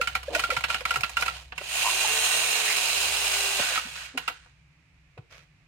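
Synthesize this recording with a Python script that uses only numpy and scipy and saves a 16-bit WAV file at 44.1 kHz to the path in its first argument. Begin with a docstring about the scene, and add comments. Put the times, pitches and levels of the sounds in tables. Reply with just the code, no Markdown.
"""A magnetic drawing board

Pen and eraser slider clack, squeak and rub in short jerks on a hollow plastic case, close by in a small
room with a low hum. Then the slider scrapes across in one long pull, ticking over the cells of the screen
so fast that it faintly sings. A few last clacks follow, and a hand lands on the board and brushes it."""
import sys
import numpy as np
from scipy import signal
from scipy.fft import rfft, irfft, next_fast_len
from scipy.io import wavfile
from scipy.ndimage import uniform_filter1d

SR = 44100
rng = np.random.default_rng(int(sys.argv[2]) if len(sys.argv) > 2 else 0)


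def transcribe(signal):
    """Save signal, clipped to [-1, 1], as a 16-bit WAV file at the path in sys.argv[1]."""
    frames = np.atleast_2d(signal).T
    limited = np.clip(frames, -1, 1)
    pcm = np.round(limited * 32767).astype(np.int16)
    wavfile.write(sys.argv[1], SR, pcm)


N = 250047
TIME = np.arange(N) / SR
FFT_SIZE = next_fast_len(N, real=True)
HZ = np.maximum(np.arange(FFT_SIZE // 2 + 1) * SR / FFT_SIZE, 1)


def from_db(db):
    """Turn decibels into a volume factor."""
    return 10 ** (np.asarray(db) / 20)


def unit_power(x):
    """Scale a signal to an average power of 1."""
    return x / np.sqrt(np.mean(x ** 2) + 1e-20)


def at_hz(points, hz):
    """Read between the rows of a frequency table, giving each octave equal room."""
    freqs, values = np.transpose(points)
    return np.interp(np.log(hz), np.log(freqs), values)


def volume_curve(rows):
    """Join (seconds, dB) points into a volume curve that fades to silence at both ends."""
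    times, db = np.transpose(rows)
    inside = uniform_filter1d(((TIME >= times[0]) & (TIME <= times[-1])) * 1., size=600)
    return inside * from_db(np.interp(TIME, times, db))


def drift(rate_hz):
    """A smooth random wobble, about 1 in size."""
    step, warm_up = 40, 2000
    pole = np.exp(-2 * np.pi * step * rate_hz / SR)
    white = rng.standard_normal(N // step + warm_up + 2)
    slow = signal.lfilter([1], [1, -2 * pole, pole * pole], white)[warm_up:]
    return np.interp(np.arange(N) / step, np.arange(len(slow)), unit_power(slow))


def band(x, low_hz, high_hz, order=3):
    """Keep the sound between two frequencies."""
    return signal.sosfilt(signal.butter(order, [low_hz, high_hz], "band", fs=SR, output="sos"), x)


def split_bands(noise, low_hz, high_hz):
    """Split noise into low, middle and top parts of equal power."""
    return [unit_power(band(noise, a, b)) for a, b in [(120, low_hz), (low_hz, high_hz), (high_hz, 19000)]]


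def add(out, start, sound):
    """Mix in a short sound at a time in seconds."""
    i = int(round(start * SR))
    piece = sound[..., max(-i, 0):out.shape[-1] - i]
    out[..., max(i, 0):max(i, 0) + piece.shape[-1]] += piece


def hit_shape(rise_s, fade_s):
    """The volume of one hit: a quick rise, then a fall of 60 dB every fade_s."""
    t = np.arange(SR // 4) / SR
    shape = (1 - np.exp(-(t / rise_s) ** 2)) * from_db(-60 * t / fade_s)
    return shape / shape.max()


# How alike left and right sound. Each row: frequency in Hz, likeness (1 the same, 0 unrelated).
STEREO_LIKENESS = [(60, 1), (290, 0.83), (640, 0.82), (1400, 0.2), (2700, 0.08), (4500, -0.22),
                   (8500, 0.14), (15000, 0)]
# Which side is louder. Each row: frequency in Hz, left minus right in dB.
STEREO_BALANCE = [(100, -0.5), (400, -1.5), (730, 5.5), (1000, -0.5), (1400, 0.5), (2000, -5), (2700, -7),
                  (4400, -7.5), (6500, -1.5), (9000, -1), (12000, 7.5), (15000, 3)]


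def stereo_noise(colour_db):
    """Noise with a given tone colour: alike on both sides in the bass, different in the treble."""
    shared, opposed = rfft(rng.standard_normal((2, FFT_SIZE)))
    alike = at_hz(STEREO_LIKENESS, HZ)
    side = np.array([[1], [-1]])
    spectrum = np.sqrt(1 + alike) * shared + side * np.sqrt(1 - alike) * opposed
    spectrum *= from_db(colour_db + side * at_hz(STEREO_BALANCE, HZ) / 2)
    return unit_power(irfft(spectrum, FFT_SIZE)[:, :N])


# The tone colour of still air. Each row: frequency in Hz, relative level in dB.
AIR_COLOUR = [(22, -29), (38, -13.5), (60, -3), (90, -10), (125, -8.5), (160, -1.5), (200, -32), (260, -19),
              (420, -31.5), (1000, -28.5), (1700, -26), (2400, -19.5), (3200, -32), (7000, -39),
              (16000, -60)]
# A hum that swells while the board is used. Each row: time in seconds, relative level in dB.
HUM_LEVELS = [(0.0, -50), (0.19, -46.5), (1.1, -51.5), (1.22, -47), (1.8, -57.5), (2.42, -56.5),
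              (2.59, -71), (3.08, -51.5), (4.64, -64.5), (4.83, -85), (4.96, -64), (5.1, -75), (5.18, -63),
              (5.67, -80)]


def background(hum_hz=61, waver_hz=3):
    """Still room air and a low hum that wavers in pitch and strength."""
    phase = 2 * np.pi * np.cumsum(hum_hz + waver_hz * drift(4.87)) / SR
    rumble = unit_power(band(rng.standard_normal(N), 36.2, 139, order=5))
    hum = np.sin(phase) + from_db(-12) * rumble
    air = from_db(-60.5) * stereo_noise(at_hz(AIR_COLOUR, HZ))
    return air + from_db(2.5) * volume_curve(HUM_LEVELS) * hum


# How long the room rings. Each row: frequency in Hz, seconds to fade by 60 dB.
ROOM_FADES = [(200, 0.24), (1300, 0.21), (3000, 0.22), (8000, 0.13), (15000, 0.18)]


def room_echo(x, level_db, build_s):
    """Reflections blur into a tail; each octave fades at its own pace, and deep bass is left out."""
    t = np.arange(SR * 3 // 4) / SR
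    edges = np.geomspace(300, 19000, 7)
    white = rng.standard_normal((2, len(t)))
    tail = 0
    for low, high in zip(edges, edges[1:]):
        fade_s = at_hz(ROOM_FADES, np.sqrt(low * high))
        tail += band(white, low, high, order=2) * from_db(-60 * t / fade_s)
    tail *= 1 - np.exp(-(t / build_s) ** 2)
    tail /= np.sqrt(np.sum(tail ** 2, axis=1, keepdims=True))
    return from_db(level_db) * signal.fftconvolve(x, tail, axes=1)[:, :N]


# Where the case rings. Each row: frequency in Hz, width in Hz, basic boost in dB (below 0, a dip).
CASE_RESONANCES = [(503.7, 50, 9.5), (635, 31, 4.5), (750, 30, 4.5), (944, 37, 4), (1476, 23, 8),
                   (1660, 22, 5.5), (1905, 45, 8), (2214, 77, 4.5), (2473, 150, 7), (2778, 59, 7),
                   (3040, 75, 5.5), (4000, 56, 5.5), (4240, 73, 4), (4460, 23, 0.5), (4877, 30, 4),
                   (5990, 300, -4.5), (6250, 350, 5.5), (6995, 210, 4.5), (8360, 350, 4.5), (9010, 180, 5),
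                   (10760, 350, 4)]


def case_db():
    """The hollow case favours some frequencies; each source scales this boost to suit it."""
    return sum(db / (1 + (2 * (HZ - hz) / width) ** 2) for hz, width, db in CASE_RESONANCES)


def standing_waves(depth_db):
    """Narrow peaks and dips that depend on where the plastic is touched, different on each side."""
    steps = np.arange(0, SR / 2 + 100, 80)
    ripple = np.array([np.interp(HZ, steps, row) for row in rng.standard_normal((2, len(steps)))])
    return depth_db * ripple * np.minimum(HZ / 1500, 1)


def friction(grain_db, judder_db):
    """The flutter of rubbing: hundreds of tiny catches a second, plus a slower shake of the hand."""
    return unit_power(from_db(grain_db * drift(350) + judder_db * drift(25)))


def strokes(rows, attack_s, sag_db_per_s, release_db_per_s):
    """The volume of rubbing strokes: each takes hold, eases off and dies away."""
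    out = np.zeros(N)
    for start, length, db in rows:
        t = np.maximum(TIME - start, 0)
        drop_db = sag_db_per_s * np.minimum(t, length) + release_db_per_s * np.maximum(t - length, 0)
        out += np.minimum(t / attack_s, 1) * from_db(db - drop_db)
    return out


# Strokes of sleeve and skin. Each row: start in seconds, length in seconds, level in dB.
SLEEVE_STROKES = [(3.57, 0.19, -28), (3.94, .1, -41), (4.17, 0.19, -47.5)]
SKIN_STROKES = [(5.295, 0.096, -47)]
# Their tone colours. Each row: frequency in Hz, relative level in dB.
SLEEVE_COLOUR = [(300, -23), (600, -15), (1000, -5.5), (1500, 5), (2100, -2.5), (3000, -1.5), (4500, -5),
                 (7000, -9.5), (9000, -15.5), (12000, -34), (16000, -39.5)]
SKIN_COLOUR = [(250, -26), (480, -3), (650, -2.5), (850, -13), (1250, -2), (2400, -1), (4000, -9.5),
               (6000, -11), (8500, -22), (12000, -28), (16000, -35)]


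def hand():
    """Sleeves rub on the frame, and skin brushes over the screen with small catches."""
    sleeve = stereo_noise(at_hz(SLEEVE_COLOUR, HZ) + 0.92 * case_db())
    sleeve *= strokes(SLEEVE_STROKES, attack_s=0.025, sag_db_per_s=21.5, release_db_per_s=96)
    skin = stereo_noise(at_hz(SKIN_COLOUR, HZ))
    skin *= strokes(SKIN_STROKES, attack_s=0.038, sag_db_per_s=60, release_db_per_s=230)
    return sleeve * friction(grain_db=1.6, judder_db=0.6) + skin * friction(grain_db=3, judder_db=0.8)


def snags(per_second=31):
    """Small snags come at random, each briefly making the rubbing louder."""
    catches = (rng.random(N) < per_second / SR) * rng.uniform(0.3, 1, N)
    jolts = signal.fftconvolve(catches, hit_shape(rise_s=0.00052, fade_s=0.018))[:N]
    return unit_power(1 + from_db(-4) * jolts)


# The tone colour of scraped plastic. Each row: frequency in Hz, relative level in dB.
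SCRAPE_COLOUR = [(150, -22), (330, -15.5), (480, -14.5), (700, -2), (1200, -2), (1800, -4), (2700, 2),
                 (3400, 1), (5400, -4), (7500, -6.5), (9000, -7.5), (9800, -12), (12500, -14),
                 (16000, -19.5)]
# Light rubs. Each row: start in seconds, length in seconds, relative level in dB.
RUB_STROKES = [(0.0, 0.18, -40.5), (0.25, 0.064, -48), (0.325, 0.12, -33), (0.5, 0.086, -36),
               (0.68, 0.058, -33.5), (0.87, 0.087, -36), (1.04, 0.26, -43.5), (1.18, .2, -38),
               (1.55, .06, -51)]


def rubbing(firm_db=-32):
    """The plastic is rubbed lightly between the jerks."""
    level = strokes(RUB_STROKES, attack_s=0.012, sag_db_per_s=28, release_db_per_s=136.5)
    plastic = stereo_noise(at_hz(SCRAPE_COLOUR, HZ) + case_db() - np.log2(HZ / 1000))
    low, middle, top = split_bands(plastic, 1510, 5860)
    treble = from_db(-43) * (level / from_db(firm_db)) ** 0.97
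    rub = level * (from_db(-8.5) * low + from_db(0.5) * middle) + treble * top
    return rub * snags() * friction(grain_db=2.5, judder_db=1.2)


# The slider's speed. Each row: time in seconds, cells passed per second, relative tone level in dB.
CELL_SPEEDS = [(1.901, 367, -58.5), (1.999, 390, -49), (2.129, 436, -49), (2.4, 443, -55.5),
               (2.65, 422, -49.5), (2.901, 406, -55), (3.33, 408, -51), (3.611, 390, -47.5)]
# The parts of its tone. Each row: multiple of the cell rate, relative level in dB.
CELL_HARMONICS = [(1, 4), (2, 2.5), (4, 5.5), (5, 4.5)]


def cell_tone(wobble=0.00912):
    """The slider ticks over the honeycomb screen so fast that it sings; faster means higher."""
    times, rate, db = np.transpose(CELL_SPEEDS)
    pitch_hz = np.interp(TIME, times, rate) * (1 + wobble * drift(25))
    phase = 2 * np.pi * np.cumsum(pitch_hz) / SR
    tone = sum(from_db(part_db - 1 + 3 * drift(20)) * np.sin(k * phase) for k, part_db in CELL_HARMONICS)
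    return volume_curve(np.transpose([times, db])) * tone


# The pitch at which the slider rings, wandering with grip and place. Each row: time in seconds, Hz.
RASP_PITCHES = [(1.6, 2540), (1.65, 2656), (2.3, 2808), (2.47, 2460), (2.52, 2843), (2.62, 2530),
                (3.32, 2766), (4.01, 2677), (4.1, 2530)]


def rasp(width_hz):
    """Friction keeps the slider ringing: a narrow band of noise around a moving pitch."""
    times, hz = np.transpose(RASP_PITCHES)
    phase = 2 * np.pi * np.cumsum(np.interp(TIME, times, hz)) / SR
    smoothing = signal.butter(2, width_hz / 2, fs=SR, output="sos")
    a, b = signal.sosfilt(smoothing, rng.standard_normal((2, 2, N)))
    ringing = a * np.cos(phase) + b * np.sin(phase)
    return unit_power(ringing * from_db([[-8], [0]]))  # louder on the right


# How hard the eraser is pulled. Each row: time in seconds, relative level in dB.
PULL_LEVELS = [(1.6, -48.5), (1.75, -30), (2.35, -27), (2.41, -28), (2.67, -28.5), (3.44, -29.5),
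               (3.77, -33.5), (3.83, -42.5), (4.06, -45.5), (4.14, -73)]
FULL_PULL_DB = -27.5


def slider_scrape():
    """The eraser drags along its track and shakes the case; more force brings more drone and hiss."""
    pull = volume_curve(PULL_LEVELS)
    effort = pull / from_db(FULL_PULL_DB)
    plastic = travelling_noise(at_hz(SCRAPE_COLOUR, HZ) + 1.18 * case_db())
    low, middle, top = split_bands(plastic, 1430, 5970)
    scrape = pull * (from_db(3) * middle + from_db(-5.5) * rasp(width_hz=230))
    drone = from_db(-35.5) * effort ** 1.1 * low
    hiss = from_db(-28.5) * effort ** 1.21 * top
    return (drone + scrape + hiss) * friction(grain_db=1.12, judder_db=0.72)


def travelling_noise(colour_db, patterns=5):
    """As the slider travels, one pattern of standing waves gives way to the next."""
    place = np.interp(TIME, [PULL_LEVELS[0][0], PULL_LEVELS[-1][0]], [0, patterns - 1])
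    out = 0
    for k in range(patterns):
        nearness = np.sqrt(np.maximum(1 - abs(place - k), 0))
        out += nearness * stereo_noise(colour_db + standing_waves(depth_db=3.2))
    return out


def slider_sheen(hz=8870, width_hz=610, db_per_doubling=54.5):
    """A bright band of hiss swells where the slider runs fastest."""
    times, rate, _ = np.transpose(CELL_SPEEDS)
    speed = np.interp(TIME, times, rate) / rate.max()
    level = from_db(-36.5 + db_per_doubling * np.log2(speed))
    effort = volume_curve(PULL_LEVELS) / from_db(FULL_PULL_DB)
    hiss = band(rng.standard_normal((2, N)), hz - width_hz / 2, hz + width_hz / 2, order=2)
    return level * effort * unit_power(hiss)


# Dull bumps and scuffs of hand, pen and slider. Each row: start in seconds, length in seconds,
# pitch in Hz, band width as a share of the pitch, level at the loudest point in dB.
CASE_BUMPS = [(0.278, 0.11, 543, 0.74, -35.5), (0.482, 0.029, 503, 0.83, -37.5),
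              (0.555, 0.043, 149, 0.38, -41.5), (0.965, 0.015, 348, 0.5, -43),
              (1.607, 0.018, 484, 0.37, -38.5), (1.82, 0.094, 973, 0.18, -28),
              (2.037, 0.039, 890, 0.13, -30.5), (2.649, 0.11, 2110, 0.26, -30.5),
              (3.583, 0.03, 734, 0.63, -30), (3.584, 0.034, 335, 1, -39.5), (3.585, 0.051, 130, 0.71, -46),
              (3.689, 0.069, 650, 0.4, -39), (3.835, 0.064, 188, 0.44, -49),
              (4.134, 0.044, 496, 0.73, -47.5), (5.168, 0.026, 500, 0.34, -49)]


def bumps():
    """Soft or glancing touches stir the case in just one band of frequencies."""
    out = np.zeros(N)
    for start, length, hz, width, db in CASE_BUMPS:
        count = int(length * SR)
        swell = np.hanning(count)
        noise = band(rng.standard_normal(SR // 2), hz * (1 - width / 2), hz * (1 + width / 2), order=2)
        bump = unit_power(swell * noise[-count:]) * np.sqrt(np.mean(swell ** 2))
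        add(out, start, from_db(db) * bump)
    return out


# Squeaks and, in the bass, thumps of the case. Each row: start in seconds, length in seconds,
# first pitch in Hz, last pitch in Hz, peak level in dB.
SQUEAK_GLIDES = [(-0.004, 0.017, 513, 553, -27), (0.278, 0.019, 500, 617, -23.5),
                 (0.355, 0.023, 580, 687, -22), (0.515, 0.024, 534, 523, -27.5),
                 (0.806, 0.021, 480, 556, -35.5), (0.961, 0.064, 144, 108, -39),
                 (4.133, 0.052, 270.6, 255, -38), (5.182, 0.027, 150.4, 93.4, -35)]


def squeaks():
    """The plastic swings for a few gliding cycles, with a weak overtone at three times the pitch."""
    out = np.zeros(N)
    for start, length, first_hz, last_hz, db in SQUEAK_GLIDES:
        count = int(length * SR)
        phase = 2 * np.pi * np.cumsum(np.linspace(first_hz, last_hz, count)) / SR
        tone = np.sin(phase) + from_db(-20) * np.sin(3 * phase)
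        add(out, start, from_db(db) * np.hanning(count) * tone)
    return out


def clatter(shape, bounce_db, bounce_s, chance):
    """A loose part hits and bounces twice at uneven gaps, sharing out the energy of one hit."""
    out = shape.copy()
    for k, (gap, force) in enumerate(chance.reshape(2, 2), 1):
        add(out, k * bounce_s * (0.5 + gap), from_db(k * bounce_db) * (0.5 + force) * shape ** 2)
    return out / np.sqrt(np.sum(out ** 2) / np.sum(shape ** 2))


# Hard hits of plastic on plastic. Each row: start in seconds, strength in dB, boost of the bright tick
# in dB, boost of the hollow note in dB, pitch of that note in Hz.
CLACK_HITS = [(0.012, -25, -7, 4, 1377), (0.072, -27.5, -4.5, 3, 1398), (0.151, -24.5, -7, 0.5, 1359),
              (0.229, -42.5, 0.5, -26, 1380), (0.348, -25, -2, 0, 1449), (0.393, -25, -2.5, -4, 1337),
              (0.436, -27, -6, 7.5, 1390), (0.502, -27, -5, 5, 1356), (0.565, -25.5, -7.5, 2, 1386),
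              (0.606, -37.5, -2, -17, 1450), (0.638, -24.5, -8, -5, 1356), (0.688, -46, -4, -25, 1480),
              (0.7, -28.5, -6, 4, 1378), (0.743, -26, -6.5, -2, 1380), (0.805, -37.5, -5, -17, 1400),
              (0.852, -26.5, -6, 3, 1342), (0.906, -27, -4, 6, 1395), (0.939, -33, -4, -17, 1420),
              (0.957, -28.5, -3, 6.5, 1347), (0.968, -48, 6, -20, 1400), (1.007, -36.5, 3.5, -15, 1360),
              (1.033, -23.5, -10, 0, 1367), (1.093, -41.5, 5, -20, 1390), (1.168, -25, -5, 4, 1386),
              (1.209, -39, 9, -15, 1470), (1.222, -26, -6, 0.5, 1435), (1.259, -30, -3.5, -13, 1366),
              (1.279, -30, -4, 7.5, 1347), (1.521, -40, -21, -17, 1480), (1.578, -33, -4.5, -24, 1400),
              (1.611, -44.5, -7, -2, 1346), (3.756, -28, -18, -3, 1393), (3.774, -33.5, -8, 11, 1296),
              (4.174, -26.5, -4, -8, 1404), (4.277, -26.5, -6.5, 1.5, 1338), (4.295, -45, -6, 6, 1400),
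              (4.458, -67, -4, -19, 1420), (5.176, -52.5, -13, -12, 1300)]


def clacks(full_hit_db=-23):
    """Each hit rattles the case and sets a hollow note and a brief high note ringing."""
    body, crack, tick = np.zeros((3, N))
    notes = np.zeros((2, N))
    body_shape = hit_shape(rise_s=0.0029, fade_s=0.07)
    crack_shape = hit_shape(rise_s=0.0018, fade_s=0.05)
    tick_shape = hit_shape(rise_s=0.0014, fade_s=0.048)
    hollow_shape = hit_shape(0.003, 0.038) + from_db(-21) * hit_shape(0.008, 0.14)  # bark, faint ring
    high_shape = hit_shape(0.0014, 0.024) * from_db([[-8], [0]])  # louder on the right
    t = np.arange(len(hollow_shape)) / SR
    apart = np.array([[0], [0.9]])  # the notes reach left and right out of step
    for start, db, tick_db, hollow_db, hollow_hz in CLACK_HITS:
        chance = rng.random(4)
        hollow_phase, high_phase, spot = rng.random(3)
        force_db = db - full_hit_db
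        bounce_db = -11.5 + 0.41 * force_db  # harder hits bounce more
        add(body, start, from_db(-32.5 + 0.56 * force_db) * body_shape)
        add(crack, start, from_db(db + 4.5) * clatter(crack_shape, bounce_db, 0.0067, chance))
        add(tick, start, from_db(db + tick_db) * clatter(tick_shape, bounce_db, 0.0086, chance))
        hollow = hollow_shape * np.sin(2 * np.pi * (hollow_hz * t + hollow_phase) + apart)
        add(notes, start + 0.00094, from_db(db + hollow_db + 3.5) * hollow)
        high_hz = 2578 * (1 + 0.23 * (spot - 0.5))  # depends on the spot struck
        high = high_shape * np.sin(2 * np.pi * (high_hz * t + high_phase) + 2 * apart)
        add(notes, start, from_db(db + 8) * high)
    low, middle, top = split_bands(struck_plastic(), 1242, 5070)
    return body * low + crack * middle + tick * top + notes


# The tone colour of a clack. Each row: frequency in Hz, relative level in dB.
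CLACK_COLOUR = [(150, -6.5), (400, -13.5), (600, -7.5), (1000, 3), (1800, 1.5), (2600, -0.5), (3400, -2),
                (5000, -6.5), (6200, -15), (8000, -16.5), (10000, -17.5), (16000, -28)]


def struck_plastic():
    """The struck case rings at so many frequencies at once that it sounds like noise."""
    return stereo_noise(at_hz(CLACK_COLOUR, HZ) + 1.25 * case_db() + standing_waves(depth_db=4))


def scene():
    """The hits and their echo, the sliding sounds and the background together."""
    hits = clacks() + squeaks() + bumps()
    sliding = slider_scrape() + slider_sheen() + rubbing() + hand()
    echo = room_echo(hits, level_db=-7.5, build_s=0.0025)
    return hits + echo + sliding + cell_tone() + background()


def record(dry, cutoff_hz=16000):
    """Cut off the highest treble steeply."""
    return signal.sosfilt(signal.ellip(12, 0.1, 80, cutoff_hz, fs=SR, output="sos"), dry)


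dry = scene()
out = record(dry)
transcribe(out)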